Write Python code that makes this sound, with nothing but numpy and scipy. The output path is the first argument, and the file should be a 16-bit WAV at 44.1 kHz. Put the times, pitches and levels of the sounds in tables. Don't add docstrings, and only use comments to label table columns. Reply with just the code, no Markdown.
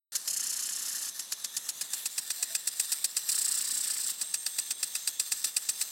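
import sys
import numpy as np
from scipy import signal
from scipy.fft import rfft, irfft, next_fast_len
from scipy.io import wavfile
from scipy.ndimage import uniform_filter1d, map_coordinates

SR = 44100
rng = np.random.default_rng(int(sys.argv[2]) if len(sys.argv) > 2 else 0)


def unload_wav(signal):
    wavfile.write(
        sys.argv[1],
        SR,
        np.round(np.clip(np.atleast_2d(signal).T, -1, 1) * 32767).astype(np.int16),
    )


N = 260631

# frequency in Hz, relative level in dB.
AIR_COLOUR = [(25, -33.5), (80, -14.5), (170, 0), (280, -2), (420, -2.5), (800, -0.5), (1500, -3.5),
              (4000, 3), (16000, -18.5)]
# start in seconds, length in seconds, pitch in Hz, level in dB.
FAR_HOOTS = [(0.137, 0.04, 561, -61.5), (0.258, 0.077, 629, -64.5), (2.37, 0.085, 710, -61.5),
             (2.495, 0.056, 656, -57.5)]

# time in seconds, keen share from 0 to 1.
KEEN_SHARE = [(1.4, 0), (1.8, 0.46), (2.3, 0.93), (5.9, 0.99)]
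# frequency in Hz, relative level in dB.
BROAD_JET_COLOUR = [(60, -40), (300, -34), (1200, -5), (1800, -8), (2500, -18.5), (3500, -8), (4400, -1),
                    (5300, 2), (6400, -1), (7400, 1), (10000, 0.5), (12500, -1), (14000, -6), (16000, -14)]
KEEN_JET_COLOUR = [(60, -54), (300, -32.5), (1200, -13), (2900, -14), (3700, -5.5), (5000, -1),
                   (6750, -10.5), (7500, 2), (8700, 4.5), (9700, -9), (11200, -17), (12600, 3.5),
                   (14000, -17.5), (15200, -4), (16000, -9.5)]
TREBLE_FLARE_COLOUR = [(1000, -14), (4000, 6.5), (7000, -21), (10000, 10), (14000, 6), (16000, -9.5)]
# centre in Hz, width in Hz, lift in dB.
NOZZLE_MODES = [(1802, 226, 11), (2789, 220, 9), (3548, 130, 8), (3890, 140, -3.5), (3990, 170, 7.5),
                (5560, 300, 2.5), (6100, 280, 11), (6100, 170, -1), (7100, 140, 10), (7460, 160, 12),
                (7400, 150, -9), (7820, 182, 4), (9540, 400, 0), (10360, 290, 9), (11330, 250, -7),
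                (11670, 320, 7)]
# time in seconds, centre in Hz, gain in dB.
REFLECTION_BAND = [(1.4, 4400, 3.5), (1.65, 4700, -15), (1.8, 5500, -11), (2.05, 5630, -3), (2.3, 6350, -3),
                   (2.85, 6450, 3), (3.2, 6560, -15), (4.3, 6650, -2.5), (4.6, 5370, -3), (5.9, 6720, -1)]
# time in seconds, pitch in Hz, level in dB.
HIGH_HISS = [(.1, 8700, -54), (1.5, 8360, -57.5), (2.3, 8440, -69.5), (2.85, 8750, -44), (3.25, 8450, -67),
             (4.25, 8430, -44), (4.65, 8480, -45.5), (5.0, 8550, -53), (5.9, 8840, -52)]
THIN_WHISTLE = [(.1, 6350, -57), (1.35, 6260, -54.5), (1.52, 6370, -56.5), (1.76, 6630, -53),
                (2.1, 6500, -66), (2.6, 6500, -74), (3.2, 6460, -62.5), (4.3, 6360, -56), (4.65, 6290, -51),
                (5.35, 6340, -51.5), (5.9, 6370, -54)]
HOLLOW_HISS = [(.1, 3890, -64), (1.45, 3774, -53.5), (1.65, 3653, -56), (1.95, 3760, -53), (2.3, 3854, -62),
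               (4.2, 3760, -56), (4.7, 3686, -53), (5.9, 3810, -62.5)]

# first full stroke in seconds,
# starting gap between slow strokes in seconds, gap between return strokes in seconds.
HEAD_SWEEPS = [(-1.692, .12225, .03255), (1.3228, .12225, .03273), (4.3415, .12197, .03273)]
# time in seconds, then the
# relative levels in dB of the splash, the blow on the frame and the click.
SLOW_STROKES = [(0.154, 1.37, 1.5, -6.0), (0.2779, 0.3, 1, -4), (1.1951, -1, -5.5, -3.5),
                (1.3221, 0.12, 2.5, -1), (1.4448, -1.5, 1, -1), (1.5681, 2, 1.5, -3),
                (1.6895, 0.1, -0.5, 3), (1.8125, 0, 0.5, 2.5), (1.9349, -0.6, -0.8, 5.5),
                (2.0579, -0.5, 1, 7), (2.1807, 1.4, 1.38, -21), (2.3042, -0.3, 1.5, 3),
                (2.4275, 0.5, 1.7, 3), (2.5509, 1.5, 2.5, 2), (2.6744, 1.5, -0.5, -7),
                (2.7983, 1.5, 1.8, -5.5), (2.9217, 1.6, 1.5, -7), (3.0448, 2.3, 0.2, 4),
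                (3.1679, -0.2, 2, -0.5), (3.2916, 1.2, 0.5, -10), (4.2143, 0, -5, -7),
                (4.342, 2.4, 1.5, 1.0), (4.464, -1.0, 1.8, -2), (4.5866, 3, 0.5, 0.5),
                (4.7083, 0.07, 1, -2), (4.8303, 2.28, 0, 2), (4.9531, 0.7, -0.2, -1.0),
                (5.0754, 2.2, 0.3, -5), (5.1981, 2, 2, -5), (5.3201, 0.5, 2.3, 3.5), (5.444, 1.7, 2.0, 0),
                (5.5671, 1.4, 2.1, -2.0), (5.691, 2, 1, -6), (5.8133, -1, 1.3, -1)]
# frequency in Hz, relative level in dB.
BROAD_SPLASH_COLOUR = [(1760, -40), (3000, -6.5), (3200, -11), (3650, -45), (4290, 0.5), (4600, -12),
                       (5330, 4), (5750, -7.5), (7050, 5.5), (8110, 0.5), (9270, -1), (10100, -0.5),
                       (11600, -1.5), (16000, -37)]
KEEN_SPLASH_COLOUR = [(1940, -35), (3300, -24), (3970, -11.5), (4780, -7.5), (5750, -9), (6300, -19),
                      (7150, -3.5), (7940, 3), (9010, -1), (11200, -18.5), (12800, -12.5), (13900, -27.5),
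                      (15200, -10.5), (16000, -22)]
# centre in Hz, width in Hz, lift in dB.
SPLASH_MODES = [(4830, 280, 2), (6350, 210, 7.5), (6630, 200, 0), (7630, 330, 0), (9266, 270, -2),
                (11300, 320, -2.5), (11530, 340, 2)]
# frequency in Hz, relative level in dB.
THUD_COLOUR = [(60, -40), (130, -7), (200, -1.5), (280, 2), (380, -12), (700, -10), (1500, -16.5)]
KNOCK_COLOUR = [(60, -26), (300, -31), (550, -33), (900, -11.5), (1350, -3), (1560, -4), (1760, 1.5),
                (2200, -7), (3000, -1.5), (3700, -8), (5500, 4), (12000, -52)]
SNAP_COLOUR = [(500, -28), (3000, -19.5), (5000, -4), (6700, -21), (7500, 5), (8300, 2.5), (10000, -15),
               (13000, -10), (16000, -11)]
CLACK_COLOUR = [(50, -59), (150, -42), (500, -18.5), (1000, -16), (1600, -7), (2300, -13.5), (3200, -7.5),
                (4500, 0), (6300, 0.5), (8000, -10.5), (10000, -9), (13000, -6), (16000, -26)]
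# centre in Hz, width in Hz, lift in dB.
STAND_MODES = [(272, 70, 1)]
# pitch in Hz, relative level in dB, seconds to fall by 60 dB.
FRAME_MODES = [(840, -17, 0.026), (1292, -19, 0.0425), (1710, -9.5, 0.037), (1983.5, -6, 0.023),
               (2538, -1.5, 0.026), (2721, -5, 0.026), (3710, -5, 0.027), (4615, -1, 0.03),
               (4816, 5, 0.022), (5720, 1.5, 0.037)]

# dB at the start of a sweep, dB added across it, dB added as the hiss turns keen.
JET_DB, SPLASH_DB, CHATTER_DB = (-47, 4, 3.5), (-32, 4, 3.5), (-36.5, 3.5, 3.5)
KNOCK_DB, SNAP_DB = (-41.5, 1.5, 1.5), (-28.5, -4, 5)
RING_DB, CLACK_DB = (-42, -1, 11.5), (-23, 0, -2)
START_S = .12


def amp(db):
    return 10 ** (np.asarray(db) / 20)


def unit(x):
    return x / np.sqrt(np.mean(x ** 2) + 1e-20)


def curves(rows):
    s, *cols = np.transpose(rows)
    return [np.interp(np.arange(N) / SR, s, c) for c in cols]


def wobble(rate):
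    return map_coordinates(rng.standard_normal(int(N * rate / SR) + 4), [np.arange(N) * rate / SR])


def add(track, s, sound):
    place = track[round(s * SR):][:len(sound)]
    place += sound[:len(place)]


def coloured(x, spectrum, modes=()):
    size = 2 * next_fast_len(N // 2 + 8192)
    hz = np.fft.rfftfreq(size, 1 / SR)
    f, level = np.transpose(spectrum)
    db = np.interp(np.log(hz + 1), np.log(f), level)
    for centre, width, lift in modes:
        db = db + lift / (1 + (2 * (hz - centre) / width) ** 2)
    cepstrum = irfft(np.log(np.maximum(unit(amp(db)), 1e-6)))
    cepstrum[1:size // 2] *= 2
    cepstrum[size // 2 + 1:] = 0
    return irfft(rfft(x, size) * np.exp(rfft(cepstrum)), size)[:N]


def sweep(first_s, gap_s, return_gap_s, steps=17, return_steps=25, slowing_s=.0001, trip_s=.0312):
    gaps = gap_s + slowing_s * (np.arange(steps - 1) + .5)
    out = first_s + np.r_[0, np.cumsum(gaps)]
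    return out, out[-1] + trip_s + return_gap_s * np.arange(return_steps)


def return_strokes():
    return [s for row in HEAD_SWEEPS for s in sweep(*row)[1] if START_S < s < N / SR]


def heading():
    turns = []
    for row in HEAD_SWEEPS:
        out, back = sweep(*row)
        turns += [(out[0], 0), (out[-1], 1), (back[-1], 0)]
    return curves(turns)[0]


def keenness():
    return np.clip(curves(KEEN_SHARE)[0], 0, 1)


def layer_gain(gains_db):
    start_db, sweep_db, keen_db = gains_db
    return amp(start_db + sweep_db * heading() + keen_db * keenness())


def droplets(grain_db, rate):
    return unit(rng.standard_normal(N) * amp(grain_db * wobble(rate)))


def water(broad, keen, modes, grain_db, rate):
    share = keenness()
    return (np.sqrt(1 - share) * coloured(droplets(grain_db, rate), broad, modes)
            + np.sqrt(share) * coloured(droplets(grain_db, rate), keen, modes))


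def garden_air(level_db=-56.5, drift_db=.7):
    return amp(level_db + drift_db * wobble(4)) * coloured(rng.standard_normal(N), AIR_COLOUR)


def far_hoots(blur=.55, blur_hz=170):
    track = np.zeros(N)
    for s, length, hz, db in FAR_HOOTS:
        swell = signal.windows.tukey(int(length * SR), .5)
        phase = 2 * np.pi * hz * np.arange(N) / SR
        tone = (1 + blur * wobble(blur_hz)) * np.sin(phase) + blur * wobble(blur_hz) * np.cos(phase)
        add(track, s, amp(db) * swell * tone[:len(swell)])
    return track


def narrow_hiss(rows, width_hz, waver_db=1.5):
    hz, level_db = curves(rows)
    phase = 2 * np.pi * np.cumsum(hz) / SR
    band = unit(wobble(width_hz) * np.cos(phase) + wobble(width_hz) * np.sin(phase))
    return amp(level_db + waver_db * wobble(8.8)) * band


def nozzle_sizzle():
    return (narrow_hiss(HIGH_HISS, width_hz=680)
            + narrow_hiss(THIN_WHISTLE, width_hz=340)
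            + narrow_hiss(HOLLOW_HISS, width_hz=950))


def treble_flare(middle_s=1.99, half_s=0.074, level_db=-43.5):
    swell = np.exp(-((np.arange(N) / SR - middle_s) / half_s) ** 2)
    return amp(level_db) * swell * coloured(rng.standard_normal(N), TREBLE_FLARE_COLOUR)


def jet(crest_s=1.985, period_s=.427, swell_db=2, mist_db=6, flutter_db=2.0, drift_db=0.2):
    turn = heading()
    running_back = uniform_filter1d(1.0 * (np.gradient(turn) < 0), size=SR // 60)
    cycle = np.cos(2 * np.pi * (np.arange(N) / SR - crest_s) / period_s)
    swell = keenness() * (1 - running_back) * cycle
    mist = running_back * (1 - turn)
    hiss_db = swell_db * swell + mist_db * mist + flutter_db * wobble(40) + drift_db * wobble(16)
    hiss = water(BROAD_JET_COLOUR, KEEN_JET_COLOUR, NOZZLE_MODES, grain_db=2.0, rate=740)
    return layer_gain(JET_DB) * amp(hiss_db) * hiss


def head_reflection(hiss, half_width_hz=332):
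    hz, t, spectra = signal.stft(hiss, SR, nperseg=512)
    s, centre_hz, gain_db = np.transpose(REFLECTION_BAND)
    band = np.exp(-((hz[:, None] - np.interp(t, s, centre_hz)) / half_width_hz) ** 2)
    return signal.istft(spectra * amp(np.interp(t, s, gain_db) * band), SR, nperseg=512)[1][:N]


def colour_patches(hiss, depth_db=1.75, patch_hz=350, patch_s=.07):
    hz, t, spectra = signal.stft(hiss, SR, nperseg=512)
    field = rng.standard_normal(spectra.shape)
    field = uniform_filter1d(field, size=max(1, round(patch_hz / hz[1])), axis=0)
    field = uniform_filter1d(field, size=max(1, round(patch_s / t[1])), axis=1)
    return signal.istft(spectra * unit(amp(depth_db * unit(field))), SR, nperseg=512)[1][:N]


def stand_thuds(blow_db=-36, recoil_s=0.015, recoil_db=-35, return_lag_s=0.0105, return_db=-35,
                swing_s=.016, swing_db=-41, broad_db=1.0, scatter_db=2.0, jitter_s=.001):
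    jolts = []
    for s, *_ in SLOW_STROKES:
        jolts += [(s, blow_db), (s + recoil_s, recoil_db)]
    for s in return_strokes():
        jolts += [(s + return_lag_s - swing_s, swing_db), (s + return_lag_s, return_db)]
    force = np.zeros(N)
    for (s, db), (late, hard, way) in zip(jolts, rng.standard_normal((len(jolts), 3))):
        add(force, s + jitter_s * late, [np.sign(way) * amp(db + scatter_db * hard)])
    return coloured(amp(broad_db * (1 - keenness())) * force, THUD_COLOUR, STAND_MODES)


def arm_knocks(outward_s=0.01041, inward_s=0.02147, t60_s=0.041, attack_s=0.0006, jitter_s=0.00098,
               scatter_db=2.0, recoil_s=0.0151, recoil_db=-4):
    t = np.arange(SR // 16) / SR
    shape = (1 - np.exp(-t / attack_s)) * amp(-60 * t / t60_s)
    force = np.zeros(N)
    strokes = [s for row in HEAD_SWEEPS for s in sweep(*row)[1][:-1] if START_S < s < N / SR]
    for s in strokes:
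        for lag in (outward_s, inward_s):
            late, hard = rng.standard_normal(2)
            add(force, s + lag + jitter_s * late, amp(scatter_db * hard) * shape)
    for s, splash_db, _, _ in SLOW_STROKES:
        add(force, s + recoil_s, amp(recoil_db + splash_db) * shape)
    return layer_gain(KNOCK_DB) * coloured(force * droplets(grain_db=1.5, rate=1100), KNOCK_COLOUR)


def return_chatter(first_burst_s=.0168, last_burst_s=.019, end_s=.0095, entry_s=.0016, exit_s=.0011,
                   jitter_s=.0007, scatter_db=.5, stray_s=.005, slap_s=.00085, slap_db=.5,
                   spill_s=.02, spill_db=-18, kick_db=2.5):
    t = np.arange(N) / SR
    length = last_burst_s + (first_burst_s - last_burst_s) * heading()
    power = np.zeros(N)
    for s in return_strokes():
        late, size, *slaps = rng.standard_normal(5)
        near = np.abs(t - s) < .05
        age = t[near] - s
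        since_entry = age - end_s + length[near] - jitter_s * late
        opening = 1 / (1 + np.exp(-since_entry / entry_s))
        closing = 1 / (1 + np.exp((age - end_s) / exit_s))
        burst = amp(scatter_db * size) ** 2 * opening * closing
        spikes = sum((age > stray_s * at) * np.exp(-np.abs(age - stray_s * at) / slap_s) for at in slaps)
        spill = amp(spill_db) ** 2 * np.exp(-(age / spill_s) ** 2)
        power[near] += burst * (1 + amp(slap_db) ** 2 * spikes) + spill
    spray = water(BROAD_SPLASH_COLOUR, KEEN_SPLASH_COLOUR, SPLASH_MODES, grain_db=1.5, rate=800)
    kick = amp(kick_db * heading() ** 2)
    return layer_gain(CHATTER_DB) * kick * np.sqrt(power) * spray


def arm_splashes(lead_s=0.0035, rise_s=0.0014, dwell_s=0.016, release_s=0.0014, sag_db_per_s=190):
    t = np.arange(SR // 12) / SR
    opening = 1 - np.exp(-(t / rise_s) ** 2)
    closing = 1 / (1 + np.exp((t - lead_s - dwell_s) / release_s))
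    shape = opening * amp(-sag_db_per_s * t) * closing
    flow = np.zeros(N)
    for s, splash_db, _, _ in SLOW_STROKES:
        add(flow, s - lead_s, amp(splash_db) * shape)
    spray = water(BROAD_SPLASH_COLOUR, KEEN_SPLASH_COLOUR, SPLASH_MODES, grain_db=2, rate=900)
    return layer_gain(SPLASH_DB) * flow * spray


def water_snaps(lag_s=0.0002, rise_s=0.0003, t60_s=0.00382, spike_db=8):
    t = np.arange(SR // 40) / SR
    shape = (1 - np.exp(-(t / rise_s) ** 2)) * amp(-60 * t / t60_s)
    force = np.zeros(N)
    for s, _, _, click_db in SLOW_STROKES:
        slap = shape / shape.max() * rng.standard_normal(len(t))
        slap[np.argmax(shape)] = amp(spike_db)
        add(force, s + lag_s, amp(click_db) * slap)
    return coloured(layer_gain(SNAP_DB) * force, SNAP_COLOUR)


def frame_ring(attack_s=0.00057, scatter_db=1.0, detune=.012):
    t = np.arange(SR // 12) / SR
    hz, db, t60 = np.transpose(FRAME_MODES)[:, :, None]
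    track = np.zeros(N)
    for s, _, blow_db, _ in SLOW_STROKES:
        size, tune, phase = rng.standard_normal((3, len(FRAME_MODES), 1))
        decay = amp(db + scatter_db * size - 60 * t / t60)
        modes = decay * np.sin(2 * np.pi * (hz * (1 + detune * tune) * t + phase))
        add(track, s, amp(blow_db) * (1 - np.exp(-t / attack_s)) * modes.sum(0))
    return layer_gain(RING_DB) * track


def arm_clacks(t60_s=0.021, rebound_s=0.0043, rebound_db=-12, graze_s=0.0056, graze_db=-17,
               cushion_s=0.0011):
    t = np.arange(SR // 20) / SR
    force = np.zeros(N)
    for s, _, blow_db, _ in SLOW_STROKES:
        late, hard = rng.standard_normal(2)
        blow = amp(blow_db) * (1 - np.exp(-(t / cushion_s) ** 2)) * amp(-60 * t / t60_s)
        add(force, s - graze_s, amp(graze_db) * blow)
        add(force, s, blow)
        add(force, s + rebound_s * np.exp(0.18 * late), amp(rebound_db + 2 * hard) * blow)
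    return coloured(layer_gain(CLACK_DB) * force * rng.standard_normal(N), CLACK_COLOUR)


def scene():
    hiss = colour_patches(head_reflection(jet()) + nozzle_sizzle())
    spray = hiss + arm_splashes() + return_chatter() + treble_flare()
    blows = water_snaps() + arm_clacks() + frame_ring() + arm_knocks() + stand_thuds()
    return (spray + blows + garden_air() + far_hoots())[None]


def record(dry, bass_cut_hz=61, top_hz=16000):
    running = np.arange(N) / SR >= START_S
    size = next_fast_len(N + 8192)
    hz = np.fft.rfftfreq(size, 1 / SR)
    response = hz / np.hypot(hz, bass_cut_hz) * (hz < top_hz)
    return irfft(rfft(dry * running, size) * response, size)[:, :N]


dry = scene()
out = record(dry)
unload_wav(out)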